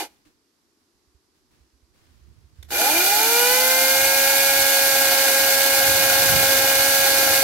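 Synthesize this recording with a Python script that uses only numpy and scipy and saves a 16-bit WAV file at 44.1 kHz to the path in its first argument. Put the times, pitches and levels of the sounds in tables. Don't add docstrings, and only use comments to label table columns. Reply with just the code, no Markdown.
import sys
import numpy as np
from scipy import signal
from scipy.fft import rfft, irfft
from scipy.io import wavfile

SR = 44100
rng = np.random.default_rng(int(sys.argv[2]) if len(sys.argv) > 2 else 0)


def unload_wav(signal):
    wavfile.write(
        sys.argv[1],
        SR,
        np.round(np.clip(np.atleast_2d(signal).T, -1, 1) * 32767).astype(np.int16),
    )


N = 327663
TIME, FREQ = np.arange(N) / SR, np.fft.rfftfreq(N, 1 / SR)


def from_db(db):
    return 10 ** (np.asarray(db) / 20)


def unit(x):
    return x / np.sqrt(np.mean(x ** 2) + 1e-20)


def curve(rows):
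    return np.interp(TIME, *np.transpose(rows))


def at_hz(points, hz=FREQ):
    f, value = np.transpose(points)
    return np.interp(np.log(hz + 1), np.log(f + 1), value)


def colour(x, db):
    return unit(irfft(rfft(x) * from_db(db), N))


def noise_pair():
    return rng.standard_normal((2, N))


def wander(rate_hz):
    drift = rfft(rng.standard_normal(N)) * np.exp(-(FREQ / rate_hz) ** 2)
    return unit(irfft(drift, N))


def burst(s, decay, rise):
    age = np.maximum(TIME - s, 0)
    shape = (1 - np.exp(-age / rise)) ** 2 * np.exp(-age / decay)
    return shape / shape.max()


def ports(pair, likeness, balance_db, lead):
    a, b = rfft(pair)
    same = np.clip(likeness, -1, 1)
    right = (same * a + np.sqrt(1 - same ** 2) * b) * np.exp(-1j * lead)
    both = np.array([a * from_db(balance_db / 2), right * from_db(-balance_db / 2)])
    return unit(irfft(both, N))


# frequency in Hz, relative level in dB per Hz.
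AIR_SPECTRUM = [(25, -34), (65, -16), (170, -12.5), (250, -2.5), (340, 0), (560, -16.5), (950, -15),
                (1400, -17), (1800, -17.5), (3200, -20), (4800, -15), (8000, -22), (12500, -22.5),
                (15700, -49)]
# frequency in Hz, left minus right in dB.
AIR_BALANCE_DB = [(300, 1), (1200, 11.5), (2200, 0), (5000, -8.5), (8000, -7), (11000, 3)]
# frequency in Hz, likeness from -1 to 1.
AIR_PORT_LIKENESS = [(60, .4), (300, 1), (700, 0.36), (1400, 0.15)]


def yard(air_db=-68):
    air = colour(noise_pair(), at_hz(AIR_SPECTRUM))
    return from_db(air_db) * ports(air, at_hz(AIR_PORT_LIKENESS), at_hz(AIR_BALANCE_DB), 0)


# frequency in Hz, relative level in dB.
BUFFET_SPECTRUM = [(20, -23), (55, 2.5), (100, 1.5), (160, -7.5), (260, -20), (600, -35), (2000, -66)]
# time in seconds, level in dB before the puffs and each port's own gain.
BREEZE_LEVEL = [(0.0, -77), (0.9, -81), (1.9, -68), (2.2, -57), (3.4, -50), (5.6, -47), (7.43, -44.5)]
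# peak in seconds, half length in seconds, level in dB before each port's own gain.
GUST_ROWS = [(5.08, 0.05, -48), (5.9, 0.08, -43), (6.28, 0.3, -37), (6.36, 0.035, -32), (6.95, 0.12, -46),
             (7.31, 0.07, -40)]


def wind(lump_db=2, left_db=-8, right_db=3, puff_db=3, puff_hz=6, gust_pitch=1.4):
    lumps = np.array([wander(16), wander(33)])
    eddies = noise_pair() * from_db(lump_db * lumps)
    breeze_gain = from_db(curve(BREEZE_LEVEL) + puff_db * wander(puff_hz))
    breeze = breeze_gain * colour(eddies, at_hz(BUFFET_SPECTRUM))
    gust_gain = sum(from_db(db) * np.exp(-((TIME - s) / length) ** 2) for s, length, db in GUST_ROWS)
    gusts = gust_gain * colour(eddies, at_hz(BUFFET_SPECTRUM, FREQ / gust_pitch))
    return (breeze + gusts) * from_db([[left_db], [right_db]])


# frequency in Hz, relative level in dB.
CLOTH_SPECTRUM = [(200, 6), (800, -2.5), (1600, -3), (4500, -6.5), (8000, -11.5), (15000, -17)]
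# start in seconds, level in dB, decay in seconds.
BRUSH_STROKES = [(0.06, -62.5, 0.12), (0.245, -62, 0.031), (0.79, -72, 0.03), (1.34, -69, 0.04),
                 (1.5, -64.5, 0.14), (1.93, -63.5, 0.68), (2.55, -67, 0.23)]
# start in seconds, level in dB before each port's own gain, pitch in Hz, decay in seconds.
STEP_THUMPS = [(0.258, -53, 306, 0.012), (1.07, -60, 70, .02), (1.145, -51, 65, 0.013),
               (1.6, -51, 64.4, .03), (1.73, -55, 65, .025), (1.825, -52, 65, .014),
               (2.085, -50, 70, 0.023), (2.21, -46, 65.5, 0.036), (2.44, -43, 70.4, .014),
               (2.585, -34, 73, 0.017), (2.631, -42, 73, 0.065)]


def operator(grain_db=1.0, thump_rise=0.0052, brush_rise=0.009):
    brush = colour(noise_pair() * from_db(grain_db * wander(150)), at_hz(CLOTH_SPECTRUM))
    strokes = sum(from_db(db) * burst(s, decay, brush_rise) for s, db, decay in BRUSH_STROKES)
    thumps = 0
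    for s, db, hz, decay in STEP_THUMPS:
        swing = np.sin(2 * np.pi * hz * (TIME - s))
        thumps = thumps + from_db(db) * burst(s, decay, thump_rise) * swing
    return brush * strokes + thumps * from_db([[-8], [2]])


# frequency in Hz, relative level in dB per Hz.
SWITCH_SPECTRUM = [(300, -2), (1500, -6), (2250, 1), (2700, -9), (3600, 3), (4700, -10), (5400, -6),
                   (8300, -9), (9900, -20), (11300, 1), (12700, -10), (14500, -22)]
# start in seconds, level in dB, decay in seconds.
TRIGGER_CLICKS = [(2.626, -42, 0.0035), (2.641, -57, 0.018)]


def trigger(rise=0.0026):
    blows = sum(from_db(db) * burst(s, decay, rise) for s, db, decay in TRIGGER_CLICKS)
    return blows * colour(noise_pair(), at_hz(SWITCH_SPECTRUM))


TRIGGER_S, FREE_HZ, SPIN_UP_S, SPIN_UP_SHAPE = 2.624, 553.1, 0.366, 0.95
ENGAGE_S = 2.703
PULSES_PER_TURN = 6


def spin():
    return 1 - np.exp(-(np.maximum(TIME - TRIGGER_S, 0) / SPIN_UP_S) ** SPIN_UP_SHAPE)


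def engaged(rise_s):
    return 1 - np.exp(-np.maximum(TIME - ENGAGE_S, 0) / rise_s)


# time in seconds, pulse rate lost in Hz.
WOOD_DRAG = [(4.36, 0), (4.9, 6.7), (5.26, 10.7), (5.62, 8.2), (5.8, 10.4), (6.7, 12.1), (6.88, 7.8),
             (7.24, 12), (7.43, 9.6)]


def sprocket(flutter=0.001735, flutter_hz=22):
    pulse_hz = np.maximum(FREE_HZ * spin() - curve(WOOD_DRAG), 1)
    hz = pulse_hz / PULSES_PER_TURN * (1 + flutter * wander(flutter_hz))
    return hz, np.cumsum(hz) / SR


# frequency in Hz, likeness from -1 to 1.
SAW_LIKENESS = [(100, 1), (300, 0.93), (800, 0.92), (1400, 0.76), (2300, 0.65), (3100, -0.037),
                (6800, -0.03), (15000, -0.15)]
# frequency in Hz, left minus right in dB.
SAW_BALANCE_DB = [(300, 0.5), (700, 0), (1400, 2), (2400, 3.5), (4400, -4), (8000, -5), (15000, -2)]
# frequency in Hz, radians by which left leads.
SAW_LEAD = [(300, -0.096), (550, 0.17), (830, -0.2), (1100, -0.42), (1420, -0.9), (1640, -0.65),
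            (1900, -0.39), (2200, -1), (2900, -0.12), (4500, 0.022)]


def saw_at_ports(pair):
    return ports(pair, at_hz(SAW_LIKENESS), at_hz(SAW_BALANCE_DB), at_hz(SAW_LEAD))


def tone(hz, turns, db):
    angle = 2 * np.pi * (turns + rng.random())
    side_db = at_hz(SAW_BALANCE_DB, hz) / 2
    left = from_db(db + side_db) * np.sin(angle)
    right = from_db(db - side_db) * np.sin(angle - at_hz(SAW_LEAD, hz))
    return np.array([left, right]) * np.sqrt(2)


# centre in Hz, width in Hz, lift in dB.
HOUSING_MODES = [(310, 28, 6.5), (710, 52, 7.5), (832, 66, 11), (1465, 293, 11.5), (1682, 150, 4),
                 (2112, 120, 4.5), (2453, 110, 7), (2650, 250, -6.5), (2890, 180, 3.5), (3236, 110, -10),
                 (3680, 80, -1.5), (4330, 80, 6), (4680, 70, 7), (6200, 280, 3), (12550, 100, 1.5),
                 (14900, 530, 0)]


def housing_db(hz):
    return sum(db / (1 + (2 * (hz - centre) / width) ** 2) for centre, width, db in HOUSING_MODES)


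# centre in Hz, width in Hz, strength in dB.
CASING_MODES = [(342, 103, -2), (487.6, 106, 0.5), (538, 57, -3.5), (680, 180, 1.5), (843, 147, 6.5),
                (959, 192, -1), (1454, 250, 2), (1630, 210, -1.5), (2103, 350, 5), (2410, 170, 11),
                (2935, 280, 8.5)]


def casing_db(hz):
    power = sum(from_db(db) ** 2 / (1 + (2 * (hz - centre) / width) ** 2) ** 3
                for centre, width, db in CASING_MODES)
    return 10 * np.log10(power)


# centre in Hz, width in Hz, strength in dB before division by width.
GUIDE_BAR_MODES = [(328, 20, -14), (472, 30, -18), (831, 92, 0), (1446, 53, 1), (2399, 44, 4.5),
                   (2764, 120, -5.5), (6370, 260, -2.5), (11360, 200, 5)]


def bar(level_db=-13, full_speed_db=-15, db_per_drag_hz=-1, build_s=0.15):
    power = sum(from_db(db) ** 2 / width / (1 + (2 * (FREQ - hz) / width) ** 2) ** 2
                for hz, width, db in GUIDE_BAR_MODES)
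    ring = colour(noise_pair(), 10 * np.log10(power))
    ring_db = level_db + full_speed_db * spin() + db_per_drag_hz * curve(WOOD_DRAG)
    return engaged(build_s) * from_db(ring_db) * saw_at_ports(ring)


# multiple of the sprocket speed, level in dB before the housing, dB gained per Hz of drag.
GEAR_ROWS = [(2.928, -45, 0.0), (4, -49.5, -0.82), (5.015, -54, -0.4), (8.004, -44.5, -0.16),
             (8.97, -45, -0.0454), (10.01, -41, -0.84), (14.97, -48, 0), (16.1, -56, 0), (21, -45, -0.12),
             (27.1, -43.5, 0), (32, -52, 0)]


def gears(hz, turns, shake_db=1.5, shake_hz=12, backlash=0.046, smallest_hz=215):
    lift_db, drag, out = housing_db(FREQ), curve(WOOD_DRAG), np.zeros((2, N))
    for multiple, db, drag_db in GEAR_ROWS:
        line_hz = multiple * hz
        level_db = db + drag_db * drag + np.interp(line_hz, FREQ, lift_db) + shake_db * wander(shake_hz)
        radiated = (hz / hz.max()) ** 1.3 / (1 + (smallest_hz / line_hz) ** 10)
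        line_turns = multiple * turns + backlash * wander(shake_hz)
        out += radiated * tone(line_hz, line_turns, level_db)
    return out


def chirp(hz, turns, multiple=3, level_db=-27, end_s=2.91, fade_s=0.0091):
    per_turn = multiple * PULSES_PER_TURN
    starting = (1 - np.tanh((TIME - end_s) / fade_s)) / 2
    return starting * tone(per_turn * hz, per_turn * turns, level_db + casing_db(per_turn * hz))


# multiple of the pulse rate, level in dB before the motor casing,
# dB gained per Hz of drag, dB gained near standstill.
PULSE_HARMONICS = [(1, -25, 0, -10.5), (2, -31.5, 0.24, -1), (3, -26.5, -0.0638, -29),
                   (4, -33.5, -0.26, -11), (5, -36.5, -0.01, -20), (6, -39, -0.1, -18)]


def whine(hz, turns, shake_db=0.29, shake_hz=45):
    out, drag, slowness = np.zeros((2, N)), curve(WOOD_DRAG), 1 - spin()
    for k, db, drag_db, slow_db in PULSE_HARMONICS:
        multiple = round(k) * PULSES_PER_TURN
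        level_db = db + slow_db * slowness + drag_db * drag
        level_db = level_db + casing_db(multiple * hz) + k * shake_db * wander(shake_hz)
        out += tone(multiple * hz, multiple * turns, level_db)
    return out


def coasting(first_db=-30.5, rest_s=0.088, shape=1.7, echo_db=-51.5, echo_db_per_s=150):
    run_down = np.maximum(1 - TIME / rest_s, 0) ** shape
    return from_db(first_db) * run_down + from_db(echo_db - echo_db_per_s * TIME)


# start in seconds, level in dB, decay in seconds, rise in seconds.
DRIVE_STIR = (2.68, -47, 0.04, 0.015)


def driven(level_db=-15.1, db_per_tenfold_speed=6.5, jerk_share=0.16, jerk_s=0.003, take_up_s=0.049):
    s, db, decay, rise = DRIVE_STIR
    moving = jerk_share * engaged(jerk_s) + (1 - jerk_share) * engaged(take_up_s)
    speed_db = db_per_tenfold_speed * np.log10(spin() + 1e-9)
    return from_db(db) * burst(s, decay, rise) + moving * from_db(level_db + speed_db)


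def reflected(pair, echo_db=-13, count=14):
    taps = np.zeros((2, SR // 100))
    delays = rng.integers(1, taps.shape[1], (2, count))
    np.put_along_axis(taps, delays, rng.standard_normal((2, count)), 1)
    taps *= from_db(echo_db) / np.linalg.norm(taps, axis=1, keepdims=True)
    return pair + signal.oaconvolve(pair, taps, axes=1)[:, :N]


# frequency in Hz, relative level in dB per Hz.
CLATTER_SPECTRUM = [(40, -50.5), (190, -18.5), (280, -8), (600, -3), (950, -6), (1170, -12), (1400, -7),
                    (1900, -4), (3300, 3), (5500, 0), (9800, -2), (12300, 5), (14000, 0.5), (15700, -3.5)]
# frequency in Hz, relative dB on the clatter.
SLACK_COLOUR = [(150, -14.5), (330, 5), (600, -3.5), (900, 2), (1450, -9), (2300, 2), (4400, 1), (8000, 3),
                (12000, 3.5), (15000, -6)]
TURNS_PER_LAP = 11.8
SLAP_DB, SLAP_SPEED_DB, SLAP_DRAG_DB = 13, -23.5, 0.9329


def chain(turns, count=62, link_db=1.0, pulse_depth=0.99, limp_depth=0.23, flicker_db=0.37, slap_hz=1300):
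    laps = turns / TURNS_PER_LAP
    links_db = np.interp(laps * count, np.arange(count), rng.standard_normal(count), period=count)
    strikes = noise_pair() * from_db(link_db * links_db + flicker_db * wander(34))
    pulse = 2 * np.pi * PULSES_PER_TURN * turns
    jerks = 1 + pulse_depth * np.cos(pulse) + limp_depth * np.cos(pulse / 2)
    low = 1 / (1 + (FREQ / slap_hz) ** 2)
    slap_db = SLAP_DB + SLAP_SPEED_DB * spin() + SLAP_DRAG_DB * curve(WOOD_DRAG)
    slaps = irfft(rfft(strikes * jerks) * low, N) * from_db(slap_db)
    hiss = reflected(irfft(rfft(strikes) * (1 - low), N))
    clatter = colour(slaps + hiss, at_hz(CLATTER_SPECTRUM) + housing_db(FREQ))
    heard = saw_at_ports(clatter)
    return driven() * heard + coasting() * colour(heard, at_hz(SLACK_COLOUR))


def saw(build_s=0.04):
    hz, turns = sprocket()
    tones = whine(hz, turns) + chirp(hz, turns) + gears(hz, turns)
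    return engaged(build_s) ** 2 * tones + bar() + chain(turns)


def scene():
    return yard() + wind() + operator() + trigger() + saw()


def record(dry, edge_hz=15850):
    low_pass = signal.firwin(701, edge_hz, window=("kaiser", 9), fs=SR)
    return signal.oaconvolve(dry, low_pass[None], "same")


dry = scene()
out = record(dry)
unload_wav(out)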